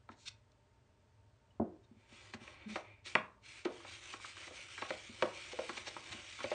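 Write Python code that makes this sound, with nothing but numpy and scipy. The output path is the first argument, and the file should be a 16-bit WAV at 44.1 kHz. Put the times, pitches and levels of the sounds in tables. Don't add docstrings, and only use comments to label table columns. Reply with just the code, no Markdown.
import sys
import numpy as np
from scipy import signal
from scipy.fft import rfft, irfft
from scipy.io import wavfile
from scipy.ndimage import uniform_filter1d

SR = 44100
rng = np.random.default_rng(int(sys.argv[2]) if len(sys.argv) > 2 else 0)


def inscribe(sig):
    pcm = np.round(np.clip(np.atleast_2d(sig).T, -1, 1) * 32767)
    wavfile.write(sys.argv[1], SR, pcm.astype(np.int16))


N = 288414
TIME = np.arange(N) / SR
HIT_TIME = np.arange(SR // 4) / SR
TOP_HZ = 9200


def gain_of(db):
    return 10 ** (np.asarray(db) / 20)


def evened(x):
    return x / np.sqrt(np.mean(x ** 2) + 1e-20)


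def look_up(points, hz):
    row_hz, value = np.transpose(points)
    return np.interp(np.log(hz + 1), np.log(row_hz + 1), value)


def add(mix, start, sound):
    part = mix[max(round(start * SR), 0):][:len(sound)]
    part += sound[:len(part)]


def coloured(x, tone):
    gains = gain_of(look_up(tone, np.fft.rfftfreq(len(x), 1 / SR)))
    return evened(irfft(rfft(x) * gains, len(x)))


def resonate(x, hz, width):
    pole = np.exp((2j * np.pi * hz - np.pi * width) / SR)
    return evened(signal.lfilter([1], [1, -pole], x).real)


def clicks(per_s, spread_db):
    size = gain_of(spread_db * np.minimum(rng.exponential(1, N), 4))
    return evened(size * rng.choice([-1, 1], N) * (rng.random(N) < per_s / SR))


def strike(notes, weight, cut_hz, scatter):
    hz, db, fade_s = np.transpose(notes)[:, :, None]
    size = gain_of(db) * weight / np.sqrt(1 + (hz / cut_hz) ** 4)
    phase = np.pi * np.arange(len(hz))[:, None] + scatter * rng.standard_normal(hz.shape)
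    swell = 1 - np.exp(-HIT_TIME * hz / 1.18)
    fade = np.exp(-np.log(1000) * HIT_TIME / fade_s)
    ring = (size * swell * fade * np.sin(2 * np.pi * hz * HIT_TIME + phase)).sum(0)
    return ring / np.sqrt(np.mean(ring[:SR // 50] ** 2))


def shifting(x, depth_db):
    bands = signal.stft(x, SR, nperseg=1024, noverlap=768)[2]
    patches = uniform_filter1d(rng.standard_normal(bands.shape), size=6, axis=0)
    patches = evened(uniform_filter1d(patches, size=14, axis=1))
    drifted = signal.istft(bands * gain_of(depth_db * patches), SR, nperseg=1024, noverlap=768)[1]
    return evened(drifted[:N])


def envelope(start, length, rise_s, fade_s):
    t = np.maximum(TIME - start, 0)
    rise = np.sin(np.pi / 2 * np.minimum(t / rise_s, 1)) ** 2
    return rise * np.exp(-np.maximum(t - length, 0) / fade_s)


# (frequency [Hz], relative level [dB])
AIR_TONE = [(15, -82.5), (25, -22.5), (102, -0.5), (130, -6), (151, -23), (184, -14), (308, -18.5),
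            (332, -24.5), (394, -15.5), (543, -23.5), (599, -14), (678, -24), (934, -24), (1730, -28.5),
            (9000, -41.5), (11700, -84), (19800, -120)]
# (pitch [Hz], width [Hz], level [dB])
HUM_NOTES = [(56.3, 4.1, -81), (102.2, 3.5, -75), (907.6, 21, -84)]
def background():
    hum = sum(gain_of(db) * resonate(resonate(rng.standard_normal(N), hz, width), hz, width)
              for hz, width, db in HUM_NOTES)
    return hum + gain_of(-69) * coloured(rng.standard_normal(N), AIR_TONE)


# (frequency [Hz], time to fade by 60 dB [s])
ECHO_TIMES = [(100, 0.38), (500, 0.42), (1100, 0.4), (1900, .29), (3000, 0.21), (8000, 0.17)]
def kitchen_echo(x):
    bounces = rng.choice([-1., 1.], SR // 2) * (rng.random(SR // 2) < 3000 / SR)
    bounces[:SR // 125] = 0
    hz, t, bands = signal.stft(bounces, SR, nperseg=256)
    fade = np.exp(-np.log(1000) * t / look_up(ECHO_TIMES, hz)[:, None])
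    tail = signal.istft(bands * fade, SR, nperseg=256)[1]
    return signal.fftconvolve(x, tail / np.linalg.norm(tail))[:N]


# (time [s], level [dB], pitch [Hz], time to fade by 60 dB [s])
SPOON_TINK = (1.506, -65, 2950, .055)
def tink():
    start, db, hz, fade_s = SPOON_TINK
    t = np.maximum(TIME - start, 0)
    level = gain_of(db) * (1 - np.exp(-t / 0.0023)) * np.exp(-np.log(1000) * t / fade_s)
    return level * np.sin(2 * np.pi * hz * t)


# (pitch [Hz], relative level [dB], time to fade by 60 dB [s])
COUNTER_NOTES = [(98, -0.5, 0.066), (229.3, 3.5, 0.066), (307.5, -11.5, 0.08), (384, -1, 0.048),
                 (544, -9.5, 0.056), (644, 4, 0.023), (780, -4, 0.027), (930, -1, 0.018),
                 (1092, -15, 0.045), (1660, -36, 0.023), (1710, -29, 0.043), (2140, -16, 0.018)]
# (frequency [Hz], relative level [dB])
PUFF_TONE = [(30, -24), (110, 0), (160, -9.5), (250, 8), (400, 0), (650, -3), (1100, -17.5), (1500, -31),
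             (4000, -37)]
# (time [s], level [dB], treble cut-off [Hz])
THUDS = [(0.094, -55, 198), (1.488, -70, 121), (1.5977, -32.5, 970), (1.6115, -36.5, 576),
         (1.62, -40.5, 760), (1.9094, -58.5, 286), (1.964, -63, 146.5), (2.1204, -59.5, 342),
         (2.3437, -49, 284), (2.413, -56, 293), (5.0916, -53, 316), (5.115, -63, 252), (5.79, -60, 90.5),
         (6.105, -52.5, 102), (6.144, -56, 353), (6.445, -50.5, 148)]
def thuds():
    near, around = np.zeros((2, N))
    for start, db, cut_hz in THUDS:
        muffle = signal.butter(4, min(1.76 * cut_hz, TOP_HZ), fs=SR, output="sos")
        ring = signal.sosfilt(muffle, strike(COUNTER_NOTES, 1, cut_hz, scatter=0.47))
        noise = coloured(rng.standard_normal(len(HIT_TIME)), PUFF_TONE)
        puff = signal.sosfilt(muffle, noise) * np.exp(-HIT_TIME / 0.013)
        add(near, start, gain_of(db) * (ring + gain_of(-7) * puff))
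        add(around, start, gain_of(db) * (gain_of(-8) * ring + gain_of(2.5) * puff))
    return np.array([near, around])


# (start [s], length [s], level [dB])
JUDDERS = [(2.654, 0.027, -44.5), (2.687, 0.048, -47)]
def judder(hz=213):
    phase = 2 * np.pi * hz * TIME
    level = sum(gain_of(db) * envelope(start, length, rise_s=0.018, fade_s=0.006)
                for start, length, db in JUDDERS)
    return level * evened(np.sin(phase) + gain_of(-20.5) * np.sin(2 * phase))


def rumble(grinding):
    low_noise = resonate(rng.standard_normal(N), hz=74, width=32)
    return gain_of(-11.5) * grinding * resonate(low_noise, hz=79.4, width=37)


def rubbing(pressure):
    hiss = resonate(rng.standard_normal(N), hz=2330, width=400)
    return pressure * resonate(hiss, hz=2270, width=340)


# (frequency [Hz], relative level [dB])
SKID_TONE = [(300, -29), (800, -1.5), (1200, -6.5), (1550, -7), (2000, 1), (2400, 0), (3100, -5),
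             (4300, -1.5), (5000, -13), (5800, -9), (7000, -12.5), (9000, -24)]
# (pitch [Hz], width [Hz], relative level [dB])
SPOON_NOTES = [(1604, 110, -11.5), (2810, 90, -13), (3720, 35, -2), (4420, 190, -8), (5490, 640, -7)]
# (peak time [s], level [dB], length [s], relative ring [dB], bass cut-off [Hz])
SKIDS = [(0.122, -68.5, 0.029, -15, 990), (0.221, -54.5, 0.063, -26, 6400), (0.264, -52, 0.01, 1, 3000),
         (0.282, -41, 0.013, -3.5, 3400), (0.52, -58.5, 0.0022, -36, 6060), (1.845, -77, 0.014, -4, 2000),
         (2.343, -50.5, 0.012, -18, 500), (2.72, -57, 0.047, -27, 900), (2.763, -56, 0.021, -5, 1500),
         (3.067, -48, 0.021, -23, 1840), (3.653, -43.5, 0.0051, -18, 800), (4.133, -49, 0.0098, -20, 600),
         (4.257, -50, 0.0082, -18, 600), (4.817, -45.5, 0.005, -29, 900), (4.897, -49, 0.018, -26, 600),
         (5.217, -50.5, 0.0046, -18, 603), (5.524, -48, 0.015, -19, 600), (5.695, -46, 0.0064, -32, 600),
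         (5.776, -45.5, 0.017, -34, 604), (5.878, -43, 0.021, -18, 600), (6.127, -44, 0.013, -32, 600),
         (6.435, -46, 0.0076, -15, 586), (6.507, -45, 0.005, -11, 2000)]
def skids():
    slips = clicks(per_s=5000, spread_db=1.5)
    rasp = shifting(coloured(slips, SKID_TONE), depth_db=-1.5)
    ring = evened(sum(gain_of(db) * resonate(slips, hz, width) for hz, width, db in SPOON_NOTES))
    out = np.zeros(N)
    for peak, db, length, ring_db, low_hz in SKIDS:
        during = abs(TIME - peak) < 2 * length
        level = gain_of(db) * np.exp(-2 * ((TIME[during] - peak) / length) ** 2)
        thin_rasp = signal.lfilter(*signal.butter(2, low_hz, "highpass", fs=SR), rasp[during])
        out[during] += level * (thin_rasp + gain_of(ring_db) * ring[during])
    return out


def spot_boost(hz, spot_hz, boost_db):
    return boost_db * np.exp(-(np.log2(hz / spot_hz) / 0.46) ** 2)


# (frequency [Hz], relative level [dB])
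WALL_TONE = [(40, -45.5), (160, -20.5), (270, 1.5), (450, -2.5), (750, -2.5), (1400, -5.5), (2400, -2.5),
             (4000, -15.5), (9000, -18)]
def chatter(cut_hz, spot_hz, boost_db, drag_s):
    hz = np.geomspace(30, 16000, 60)
    treble_loss = 10 * np.log10(1 + (hz / cut_hz) ** 4)
    db = look_up(WALL_TONE, hz) + 0.65 * spot_boost(hz, spot_hz, boost_db) - treble_loss
    noise = coloured(rng.standard_normal(len(HIT_TIME)), np.c_[hz, db])
    burst = noise * (1 - np.exp(-HIT_TIME / 0.00044)) * np.exp(-HIT_TIME / drag_s)
    return burst / np.sqrt(np.mean(burst[:SR // 50] ** 2))


# (frequency [Hz], relative level [dB])
CRUMB_TONE = [(40, -40), (150, -34.5), (300, -20), (800, -22.5), (1300, -7.5), (1800, -7), (2350, -2),
              (3000, -2.5), (4200, -6.5), (5000, -10.5), (5800, -8.5), (7400, -14), (9000, -14)]
def crumbs(x):
    return coloured(x, CRUMB_TONE)


# (pitch [Hz], relative level [dB], time to fade by 60 dB [s])
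BOWL_NOTES = [(198.4, -12.5, 0.077), (263, 1.5, 0.024), (329.4, -3, 0.049), (362, 0, 0.051),
              (526, -8.5, 0.1), (608, -8.5, 0.11), (684, -14, 0.032), (765, -3, 0.045), (857, -6, 0.023),
              (930, 1.5, 0.025), (1066, -3.5, 0.051), (1120, 2, 0.024), (1157, 0.5, 0.02),
              (1290, -6, 0.041), (1374, -3.5, 0.029), (1597, -1.5, 0.033), (1880, 1, 0.02),
              (2013, 2, 0.022), (2337, 4, 0.026), (2644, 2, 0.019), (2975, 10.5, 0.0068),
              (3630, -10.5, 0.02), (3620, 2, 0.018), (4265, 4, 0.0069), (3740, -16, 0.0075)]
# (time [s], level [dB], treble cut-off [Hz], pitch of the spot [Hz], its boost [dB], drag [s])
KNOCKS = [(0.09, -51, 1750, 1270, 15.5, 0.0012), (0.118, -60.5, 1860, 297, 18, 0.0054),
          (2.337, -48.5, 4200, 1480, 10, 0.009), (2.478, -54.5, 3020, 2330, 13, 0.0045),
          (2.7575, -38, 2130, 760, 5, 0.016), (3.1526, -27, 2270, 1980, 12, 0.0013),
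          (3.1547, -29.5, 1640, 920, 11, 0.0024), (3.654, -33.5, 980, 368, 10, 0.016),
          (3.802, -60, 1800, 1230, 14, 0.0023), (3.848, -52, 1420, 1230, 3, 0.0087),
          (4.1374, -47.5, 2600, 1300, 8.5, 0.0074), (4.1992, -59.5, 2570, 1250, 14, 0.0028),
          (4.2441, -49, 3400, 1320, 24, 0.0047), (4.369, -57, 3000, 1430, 17, 0.0018),
          (4.427, -61.5, 2980, 1390, 22, 0.00079), (4.478, -53.5, 1800, 516, 7, .008),
          (4.509, -53.5, 695, 507, 18, 0.013), (4.591, -67, 900, 513, 17, .005),
          (4.7779, -46.5, 3000, 1540, 16, 0.027), (4.821, -39.5, 2200, 1000, 8.5, .007),
          (4.851, -54, 2620, 1510, 11, 0.0013), (4.9048, -37, 2200, 500, 11, 0.0059),
          (5.2235, -27.5, 2360, 560, 15, 0.0047), (5.234, -39, 900, 280, 19, 0.0055),
          (5.528, -44.5, 905, 470, 16, 0.0092), (5.5892, -35.5, 1700, 524, 18.5, 0.006),
          (5.693, -42, 2600, 1150, 14, 0.0063), (5.695, -47, 1190, 330, 20, .007),
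          (5.776, -46, 4180, 2420, 13, 0.0061), (5.8693, -51, 3450, 1900, 7, 0.0073),
          (5.873, -52, 1000, 505, 15, 0.019), (5.965, -45.5, 1500, 1190, 8, 0.0029),
          (6.3881, -52, 2200, 1147, 14, 0.0093), (6.404, -46.5, 2400, 1350, 11, 0.024),
          (6.4412, -38, 2000, 470, 13.5, 0.0041), (6.5153, -33.5, 1470, 580, 17.5, 0.016)]
def knocks():
    near, around = np.zeros((2, N))
    for start, db, cut_hz, spot_hz, boost_db, drag_s in KNOCKS:
        notes = np.array(BOWL_NOTES)
        notes[:, 0] *= 1 + 0.015 * rng.standard_normal(len(notes))
        notes[:, 2] *= (drag_s / 0.0038) ** 0.18
        ring = strike(notes, gain_of(spot_boost(notes[:, :1], spot_hz, boost_db)), cut_hz, scatter=0.58)
        drag = chatter(cut_hz, spot_hz, boost_db, drag_s)
        crush = crumbs(rng.standard_normal(len(HIT_TIME))) * np.exp(-HIT_TIME / (drag_s + 0.0016))
        crush = signal.lfilter(*signal.butter(2, min(2.57 * cut_hz, TOP_HZ), fs=SR), crush)
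        add(near, start, gain_of(db) * (gain_of(-2.1) * ring + gain_of(-6) * drag + gain_of(-9) * crush))
        add(around, start, gain_of(db) * (gain_of(-12) * ring + gain_of(-3) * drag + gain_of(-8) * crush))
    return signal.lfilter(*signal.butter(2, 150, "highpass", fs=SR), np.array([near, around]))


# (start [s], length [s], crunch [dB], grinding [dB], rubbing [dB])
STROKES = [(1.912, 0.36, -78, -74.5, -78), (2.056, 0.24, -62.5, -65, -83), (2.386, 0.12, -63.5, -59.5, -81),
           (2.512, 0.13, -75, -61.5, -66), (2.67, 0.08, -58.5, -59, -59),
           (2.824, 0.094, -101, -69.5, -63.5), (3.052, 0.032, -50, -59, -58), (3.408, 0.18, -57, -67, -62),
           (3.637, 0.3, -60, -64, -77), (3.842, 0.11, -53, -66, -63), (3.986, 0.16, -54, -63, -74),
           (4.185, 0.12, -53, -69, -60.5), (4.331, 0.14, -52.5, -60, -71), (4.507, .12, -52, -63, -60),
           (4.64, 0.21, -53.5, -66.5, -63), (4.84, 0.24, -54.5, -76, -62), (5.083, 0.22, -55.5, -61.5, -68),
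           (5.284, 0.22, -52.5, -61.5, -57.5), (5.468, 0.34, -53, -58.5, -60.5),
           (5.816, 0.18, -54.5, -61.5, -66), (5.996, 0.2, -53.5, -56.5, -67),
           (6.144, 0.47, -52.5, -65, -60)]
def strokes():
    shapes = np.array([envelope(start, length, rise_s=0.37 * length, fade_s=0.058)
                       for start, length, *_ in STROKES])
    levels = gain_of(np.array(STROKES)[:, 2:].T)
    return np.sqrt(levels ** 2 @ shapes ** 2)


def stirring(crunching, grinding):
    clumps = evened(uniform_filter1d(uniform_filter1d(rng.standard_normal(N), size=250), size=150))
    slides = clicks(per_s=5000, spread_db=1.0)
    snaps = gain_of(-11.5) * clicks(per_s=160, spread_db=-2.5)
    crunch = shifting(crumbs(slides + snaps), depth_db=2.3)
    grit = clicks(per_s=2000, spread_db=3.0)
    bowl_ring = strike(BOWL_NOTES, 1, cut_hz=8200, scatter=0.9)
    grind = evened(signal.fftconvolve(grit, bowl_ring)[:N])
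    return (crunching * crunch + grinding * grind) * gain_of(0.75 * clumps)


def scene():
    crunching, grinding, pressure = strokes()
    bass_cut = signal.butter(2, 75, "highpass", fs=SR)
    hits, hits_around = signal.lfilter(*bass_cut, knocks() + thuds() + tink())
    scraping = stirring(crunching, grinding) + skids() + rubbing(pressure)
    near = hits + scraping + judder() + rumble(grinding)
    echo = kitchen_echo(gain_of(-11.5) * hits_around + gain_of(-13) * scraping)
    return (near + echo + background())[None]


def record(dry):
    treble_cut = signal.firwin(601, TOP_HZ, window=("kaiser", 8), fs=SR)
    return signal.oaconvolve(dry, treble_cut[None], "same")


dry = scene()
out = record(dry)
inscribe(out)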